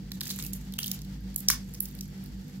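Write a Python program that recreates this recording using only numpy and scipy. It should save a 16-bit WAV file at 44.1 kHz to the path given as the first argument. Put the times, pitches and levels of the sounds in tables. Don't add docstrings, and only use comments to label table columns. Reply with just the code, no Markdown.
import sys
import numpy as np
from scipy import signal
from scipy.io import wavfile
from scipy.ndimage import uniform_filter1d

SR = 44100
rng = np.random.default_rng(int(sys.argv[2]) if len(sys.argv) > 2 else 0)


def digitize_waveform(pressure):
    field = np.atleast_2d(pressure).T
    bounded = np.clip(field, -1, 1)
    quanta = np.round(bounded * 32767).astype(np.int16)
    wavfile.write(sys.argv[1], SR, quanta)


def how_loud(loudness_db):
    steps = np.asarray(loudness_db, float) / 20
    return 10 ** steps


N = 114660


def rms_one(x):
    return x / np.sqrt(np.mean(x ** 2) + 1e-20)


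def peak_one(x):
    return x / np.abs(x).max()


def in_time(rows):
    return np.interp(np.arange(N) / SR, *np.transpose(rows))


def at_hz(points, hz):
    points_hz, values = np.transpose(points)
    return np.interp(np.log(hz), np.log(points_hz), values)


def drift(rate_hz):
    r = np.exp(-2 * np.pi * rate_hz / SR)
    return rms_one(signal.lfilter([1], [1, -2 * r, r * r], rng.standard_normal(N + SR))[SR:])


def resonate(x, hz, width_hz):
    r = np.exp(-np.pi * width_hz / SR)
    poles = [1, -2 * r * np.cos(2 * np.pi * hz / SR), r * r]
    return signal.lfilter([(1 - r * r) / 2, 0, (r * r - 1) / 2], poles, x)


def high_pass(x, hz):
    return signal.sosfilt(signal.butter(4, hz, "high", fs=SR, output="sos"), x)


def colour(x, spectrum):
    edges_hz = 400 * 2 ** np.arange(0, 5.5, 1 / 3)
    out = 0
    for k, (low, high) in enumerate(zip(edges_hz, edges_hz[1:])):
        band = signal.sosfilt(signal.butter(1, [low, high], "band", fs=SR, output="sos"), x)
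        out = out + (-1) ** k * how_loud(at_hz(spectrum, np.sqrt(low * high))) * band
    return out


# (frequency [Hz], share [0..1])
LIKENESS = [(60, 0.97), (200, 0.89), (300, 0.8), (640, 0.036), (3000, 0.029)]


def pair(hz):
    mid, side = rng.standard_normal((2, N + SR))
    alike = np.clip(at_hz(LIKENESS, hz), 0, 1)
    return np.sqrt((1 + alike) / 2) * mid + np.sqrt((1 - alike) / 2) * side * [[1], [-1]]


LEAD_S, CREAK_DB, TEAR_DB = .004, -21, 3
SNAP_RISE_S, SNAP_HOLD_S, SNAP_FALL_S = .0005, .001, .0013
SKIRT_S, SKIRT_DB = .005, -13
BRIGHT_ALIKE = .25


def burst(channels=1, stretch=1):
    t = np.arange(1800) / SR - LEAD_S
    after = np.maximum(t, 0) / stretch
    own = rng.standard_normal((channels, len(t)))
    noise = BRIGHT_ALIKE * own[0] + (1 - BRIGHT_ALIKE) * own
    uneven = how_loud(TEAR_DB * (stretch > 1) * np.repeat(rng.standard_normal(60), 30))
    creak = how_loud(CREAK_DB) * np.clip(1 + t / LEAD_S, 0, 1) * (t < SNAP_RISE_S)
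    fall = np.exp(-np.maximum(after - SNAP_HOLD_S, 0) / SNAP_FALL_S)
    skirt = how_loud(SKIRT_DB) * np.exp(-after / SKIRT_S)
    tear = (1 - np.exp(-after / SNAP_RISE_S)) * (fall + skirt)
    return noise * (creak + uneven * tear)


RING_WIDTH_HZ, RING_DB, RING_OWN = 750, -2, .7
BROAD_LOW_HZ, BROAD_DB, PULL_BROAD_DB = 3000, 1.5, -5
CRACK_HZ, CRACK_WIDTH_HZ, BRIGHT_LOW_HZ, BRIGHT_DB = 13500, 5000, 9500, 7
BRIGHT_LEFT_DB = -5
# (time [s], peak [dB], ring [Hz], bright part re peak [dB])
TWISTS = [(0.1174, -25, 3980, -9.5), (0.2079, -22, 4740, -6), (0.212, -22, 4200, -10),
          (0.2788, -29.5, 7500, -1), (0.3022, -22.5, 5600, -23), (0.3068, -20.5, 3980, -10),
          (0.32, -36, 4600, 1), (0.328, -48, 4460, -6), (0.36, -50, 4730, 21.5), (0.388, -24.5, 6700, -17),
          (0.3983, -28.5, 3800, -30), (0.4243, -27.5, 5040, 0.5), (0.4376, -34, 4610, 6),
          (0.4476, -36.5, 2770, 7), (0.4641, -30.5, 5960, 2.5), (0.723, -37, 4600, -3),
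          (0.7371, -30.5, 3540, -7), (0.7879, -17.5, 3050, -8.5), (0.807, -37, 3300, -2),
          (0.841, -25, 3070, -1.5), (0.843, -25.5, 3250, -6), (0.8682, -34, 3620, 6),
          (0.8788, -23, 6300, -12), (0.9146, -17, 5400, -4), (0.99, -37, 4230, -19),
          (1.0175, -33, 5540, -13), (1.0475, -44, 3970, -3)]
# (time [s], peak [dB], ring [Hz], bright part re peak [dB], length re a snap [x])
SCRAPES = [(0.232, -33, 4040, 3, 1.8), (0.253, -27.5, 6160, -17, 3), (0.2683, -28, 5570, -7, 2.8),
           (0.29, -29, 4400, -7, 3.6), (0.3104, -25.5, 4900, -20, 3), (0.375, -47, 6500, 4, 2.5),
           (0.401, -33, 6700, -24, 3.2), (0.4083, -35, 6500, -10, 1.6), (0.4586, -44, 6000, 5, 1.7),
           (0.4675, -41, 6000, 8, 1.2), (0.859, -29, 4500, 0, 2.2), (0.7825, -30, 2920, -14, 3.9),
           (0.5322, -26, 7000, 2, 2.2), (0.7992, -33.5, 3270, 2, 2.5), (0.8289, -23, 4830, -10, 2),
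           (1.378, -42, 7000, 3, 3.4), (1.503, -15.5, 5900, -21, 2.1), (1.51, -21, 5000, -6, 2.6),
           (1.519, -31, 6300, -25, 1.3), (1.749, -34.5, 5560, -12, 1.5), (1.825, -50, 6000, 0, 1.6)]
# (time [s], peak [dB], ring [Hz], bright part re peak [dB])
PULLS = [(1.206, -58, 1610, 6), (1.343, -44, 4260, 4), (1.3608, -23.5, 7200, 5.5), (1.3602, -29, 6770, 5.5),
         (1.4042, -32.5, 7500, 3), (1.485, -2, 5540, -14), (1.4888, -16.5, 5700, -25),
         (1.493, -16, 5570, -30), (1.5008, -9.5, 5900, -4), (1.7376, -38.5, 6160, 4),
         (1.7456, -31, 5200, -12), (1.804, -26, 5530, 10.5), (1.851, -49, 6000, 5),
         (1.8547, -29.5, 6200, -1), (1.8852, -39.5, 6940, -1), (1.911, -46, 3680, 2),
         (1.95, -43.5, 4370, 6), (1.9884, -34.5, 4360, -2), (2.0088, -25.5, 5560, -8),
         (2.0235, -48, 5500, -2), (2.079, -62, 1590, 16), (2.239, -58, 1750, 18.5), (2.2593, -41, 4360, -4)]


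def snaps():
    rings, cracks = np.zeros((2, 2, N))
    rows = [(*r, 1, 0) for r in TWISTS]
    rows += [(*r, 0) for r in SCRAPES]
    rows += [(*r, 1, PULL_BROAD_DB) for r in PULLS]
    for s, db, hz, bright_db, stretch, thin_db in rows:
        width_hz = RING_WIDTH_HZ * (hz / 4000) ** 2.6
        strike = burst(1, stretch) + RING_OWN * burst(2, stretch)
        ring = resonate(resonate(strike, hz, width_hz), hz, 2 * width_hz)
        broad = how_loud(BROAD_DB + thin_db) * peak_one(high_pass(burst(2, stretch), BROAD_LOW_HZ))
        crack = resonate(burst(2, stretch), CRACK_HZ, CRACK_WIDTH_HZ)
        bright = how_loud(BRIGHT_DB + bright_db) * peak_one(high_pass(crack, BRIGHT_LOW_HZ))
        start = int((s - LEAD_S) * SR)
        at = slice(start, start + ring.shape[1])
        rings[:, at] += how_loud(db + RING_DB) * peak_one(ring)
        cracks[:, at] += how_loud(db) * (broad + bright * how_loud([[BRIGHT_LEFT_DB], [0]]))
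    return rings, cracks


KNOCK_DB = 3
# (time [s], peak [dB])
KNOCKS = [(0.1152, -46.5), (0.2126, -38), (0.2651, -40.5), (0.3057, -41), (0.388, -38), (0.3988, -45),
          (0.788, -34), (1.485, -37.5), (1.4999, -20.5), (1.522, -44), (1.536, -52)]
# (frequency [Hz], width [Hz], level [dB])
CAP = [(480, 650, -14), (1100, 330, -1), (1630, 380, -7.5), (1980, 540, 4)]


def knocks():
    out = np.zeros(N)
    for s, db in KNOCKS:
        modes = [how_loud(g) * resonate(resonate(burst()[0], hz, w), hz, 3 * w) for hz, w, g in CAP]
        x = peak_one(sum(modes))
        out[int((s - LEAD_S) * SR):][:len(x)] += how_loud(db + KNOCK_DB) * x
    return out


GRAINS_PER_S, GRAIN_S, GRAIN_SPREAD_DB, RUSTLE_DB = 500, .0025, 3, -1.5
# (time [s], level [dB])
HANDLING = [(0.0, -74), (0.2, -54), (0.35, -48), (0.41, -46), (0.51, -53), (0.55, -53), (0.76, -69.5),
            (0.89, -49), (1.06, -61.5), (1.16, -68), (1.4, -63.5), (1.55, -60.5), (1.93, -56.5),
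            (2.04, -59), (2.21, -66.5), (2.6, -62.5)]
# (frequency [Hz], density [dB per Hz])
FILM = [(710, -14), (1200, 4.5), (2450, 8.5), (3830, 6.5), (4310, -9), (7170, 11), (9110, 4.5), (14200, 13),
        (16000, -79)]


def rustle():
    hits = rng.random(N) < GRAINS_PER_S / SR
    sizes = how_loud(GRAIN_SPREAD_DB * np.minimum(rng.exponential(1, N), 4)) * hits
    swell = signal.lfilter([1], [1, -np.exp(-1 / (GRAIN_S * SR))], sizes + 1e-18)
    film = rms_one(colour(swell * pair(1000)[:, SR:], FILM))
    return how_loud(in_time(HANDLING) + RUSTLE_DB) * film * how_loud([[BRIGHT_LEFT_DB / 2], [0]])


ROOM_T60_S, ROOM_GAP_S, WALL_CUT_HZ = .19, .018, 7500
TREBLE_T60_S, TREBLE_TAIL_DB = .12, 1.5


def room(x):
    t = np.arange(SR // 2) / SR
    noise = rng.standard_normal((2, len(t)))
    low = signal.sosfilt(signal.butter(2, WALL_CUT_HZ, fs=SR, output="sos"), noise)
    low_tail = low * how_loud(-60 * t / ROOM_T60_S)
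    treble_tail = (noise - low) * how_loud(TREBLE_TAIL_DB - 60 * t / TREBLE_T60_S)
    tail = (low_tail + treble_tail) * np.clip(t / ROOM_GAP_S - .5, 0, 1)
    return signal.fftconvolve(x[None], tail / np.sqrt((tail ** 2).sum() / 2), axes=1)[:, :N]


HUM_LEFT_DB = -2
# (frequency [Hz], crest time [s])
MOTOR = [(100.1, .1), (147.45, .067), (152.88, .067), (183.99, .165), (189.42, .165), (194.81, .165),
         (200.24, .165), (242.2, .05), (247.6, .05)]
MOTOR_DB = [-58.5, -46.5, -51, -52, -44.5, -42, -75, -68.5, -58]
# (time [s], level [dB])
LOAD = [(0.0, -0.1), (0.3, -0.6), (0.6, 1.2), (0.9, 0), (1.2, -1), (1.5, 0), (1.65, -0.5), (1.83, -3),
        (2.0, -0.2), (2.3, -0.5), (2.6, -0.6)]


def motor():
    t = np.arange(N) / SR
    lines = 0
    for (hz, crest_s), db in zip(MOTOR, MOTOR_DB):
        lines = lines + how_loud(db - 0.5) * np.cos(2 * np.pi * hz * (t - crest_s))
    return lines * how_loud(in_time(LOAD)) * how_loud([[HUM_LEFT_DB / 2], [-HUM_LEFT_DB / 2]])


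BOOM_HZ, BOOM_WANDER_RAD = 52.8, .61
# (time [s], level [dB])
BOOM = [(0.0, -66), (0.05, -42.5), (0.36, -70), (0.43, -47), (0.61, -43), (0.93, -58.5), (0.98, -46),
        (1.24, -41.5), (1.43, -52), (1.51, -41.5), (1.8, -52), (1.89, -45.5), (2.24, -53.5), (2.34, -44),
        (2.54, -58.5), (2.6, -68)]


def boom():
    phase = 2 * np.pi * BOOM_HZ * np.arange(N) / SR + BOOM_WANDER_RAD * drift(1.1)
    return how_loud(in_time(BOOM) + 3.5) * np.cos(phase)


HISS_DB, HISS_FLICKER_DB = -57.5, 2.26
WHINE_HZ, WHINE_WIDTH_HZ, WHINE_DB = 4550, 450, -67
# (frequency [Hz], width [Hz], level [dB])
RUMBLE = [(37.7, 10, -68.5), (58.6, 24, -55), (106.9, 15, -55.5), (126.6, 40, -52), (177, 41, -52),
          (241.2, 20.6, -55.5), (297, 9.6, -62.5), (312.3, 29, -63), (357, 73, -69.5), (370.6, 90, -67.5),
          (440, 7.8, -74.5), (479.7, 19, -69)]
# (frequency [Hz], density [dB per Hz])
HISS = [(400, -9), (950, -13.5), (1140, -17), (1900, -13), (2300, -16), (5200, -16), (9000, -24.5),
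        (16000, -28)]


def air():
    rumble = 0
    for hz, w, db in RUMBLE:
        rumble = rumble + how_loud(db) * rms_one(resonate(resonate(pair(hz), hz, w), hz, w)[:, SR:])
    hiss = how_loud(HISS_DB + HISS_FLICKER_DB * drift(8.5)) * rms_one(colour(pair(2200), HISS)[:, SR:])
    whine = rms_one(resonate(pair(WHINE_HZ), WHINE_HZ, WHINE_WIDTH_HZ)[:, SR:])
    return rumble + hiss + how_loud(WHINE_DB + drift(9.1)) * whine


PEN_LEFT_DB, PEN_LAG_SAMPLES = -3, 4
ROOM_DB, RING_FAR_DB, HOLLOW_FAR_DB = -7, -5, -4


def scene():
    rings, cracks = snaps()
    hollow, film = knocks(), rustle()
    pen = rings + cracks + hollow + film
    left = np.roll(pen[0], PEN_LAG_SAMPLES) * how_loud(PEN_LEFT_DB / 2)
    right = pen[1] * how_loud(-PEN_LEFT_DB / 2)
    far = how_loud(RING_FAR_DB) * rings[1] + how_loud(HOLLOW_FAR_DB) * hollow + cracks[1] + film[1]
    return np.array([left, right]) + how_loud(ROOM_DB) * room(far) + motor() + boom() + air()


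# (time [s], length [s], lower edge [Hz])
DROPS = [(.102, .005, 1300), (.1965, .006, 1300), (.521, .006, 5300), (.729, .005, 8000),
         (.7765, .005, 1100), (.780, .004, 4000), (1.334, .01, 11500), (1.3555, .004, 1500),
         (1.470, .002, 1300), (1.7975, .006, 1500), (1.935, .005, 8500), (2.004, .003, 5500)]


def treble_gaps(x):
    t = np.arange(N) / SR
    for s, length_s, hz in DROPS:
        gate = uniform_filter1d(1. * (np.abs(t - s) < length_s / 2), size=40)
        x = x - gate * signal.sosfiltfilt(signal.butter(4, hz, "high", fs=SR, output="sos"), x)
    return x


def band_limit(x):
    return signal.sosfilt(signal.butter(12, 17020, fs=SR, output="sos"), x)


MIC_DIP_HZ, MIC_DIP_WIDTH_HZ, MIC_DIP_DEPTH = 8880, 720, .47
PEAK, CUTOFF_HZ = 1.5, 16000


def record(dry):
    x = dry - MIC_DIP_DEPTH * resonate(dry, MIC_DIP_HZ, MIC_DIP_WIDTH_HZ)
    limited = PEAK * np.tanh(treble_gaps(x) / PEAK)
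    top_cut = signal.cheby2(16, 40, CUTOFF_HZ + 100, fs=SR, output="sos")
    return band_limit(signal.sosfilt(top_cut, limited))


dry = scene()
out = record(dry)
digitize_waveform(out)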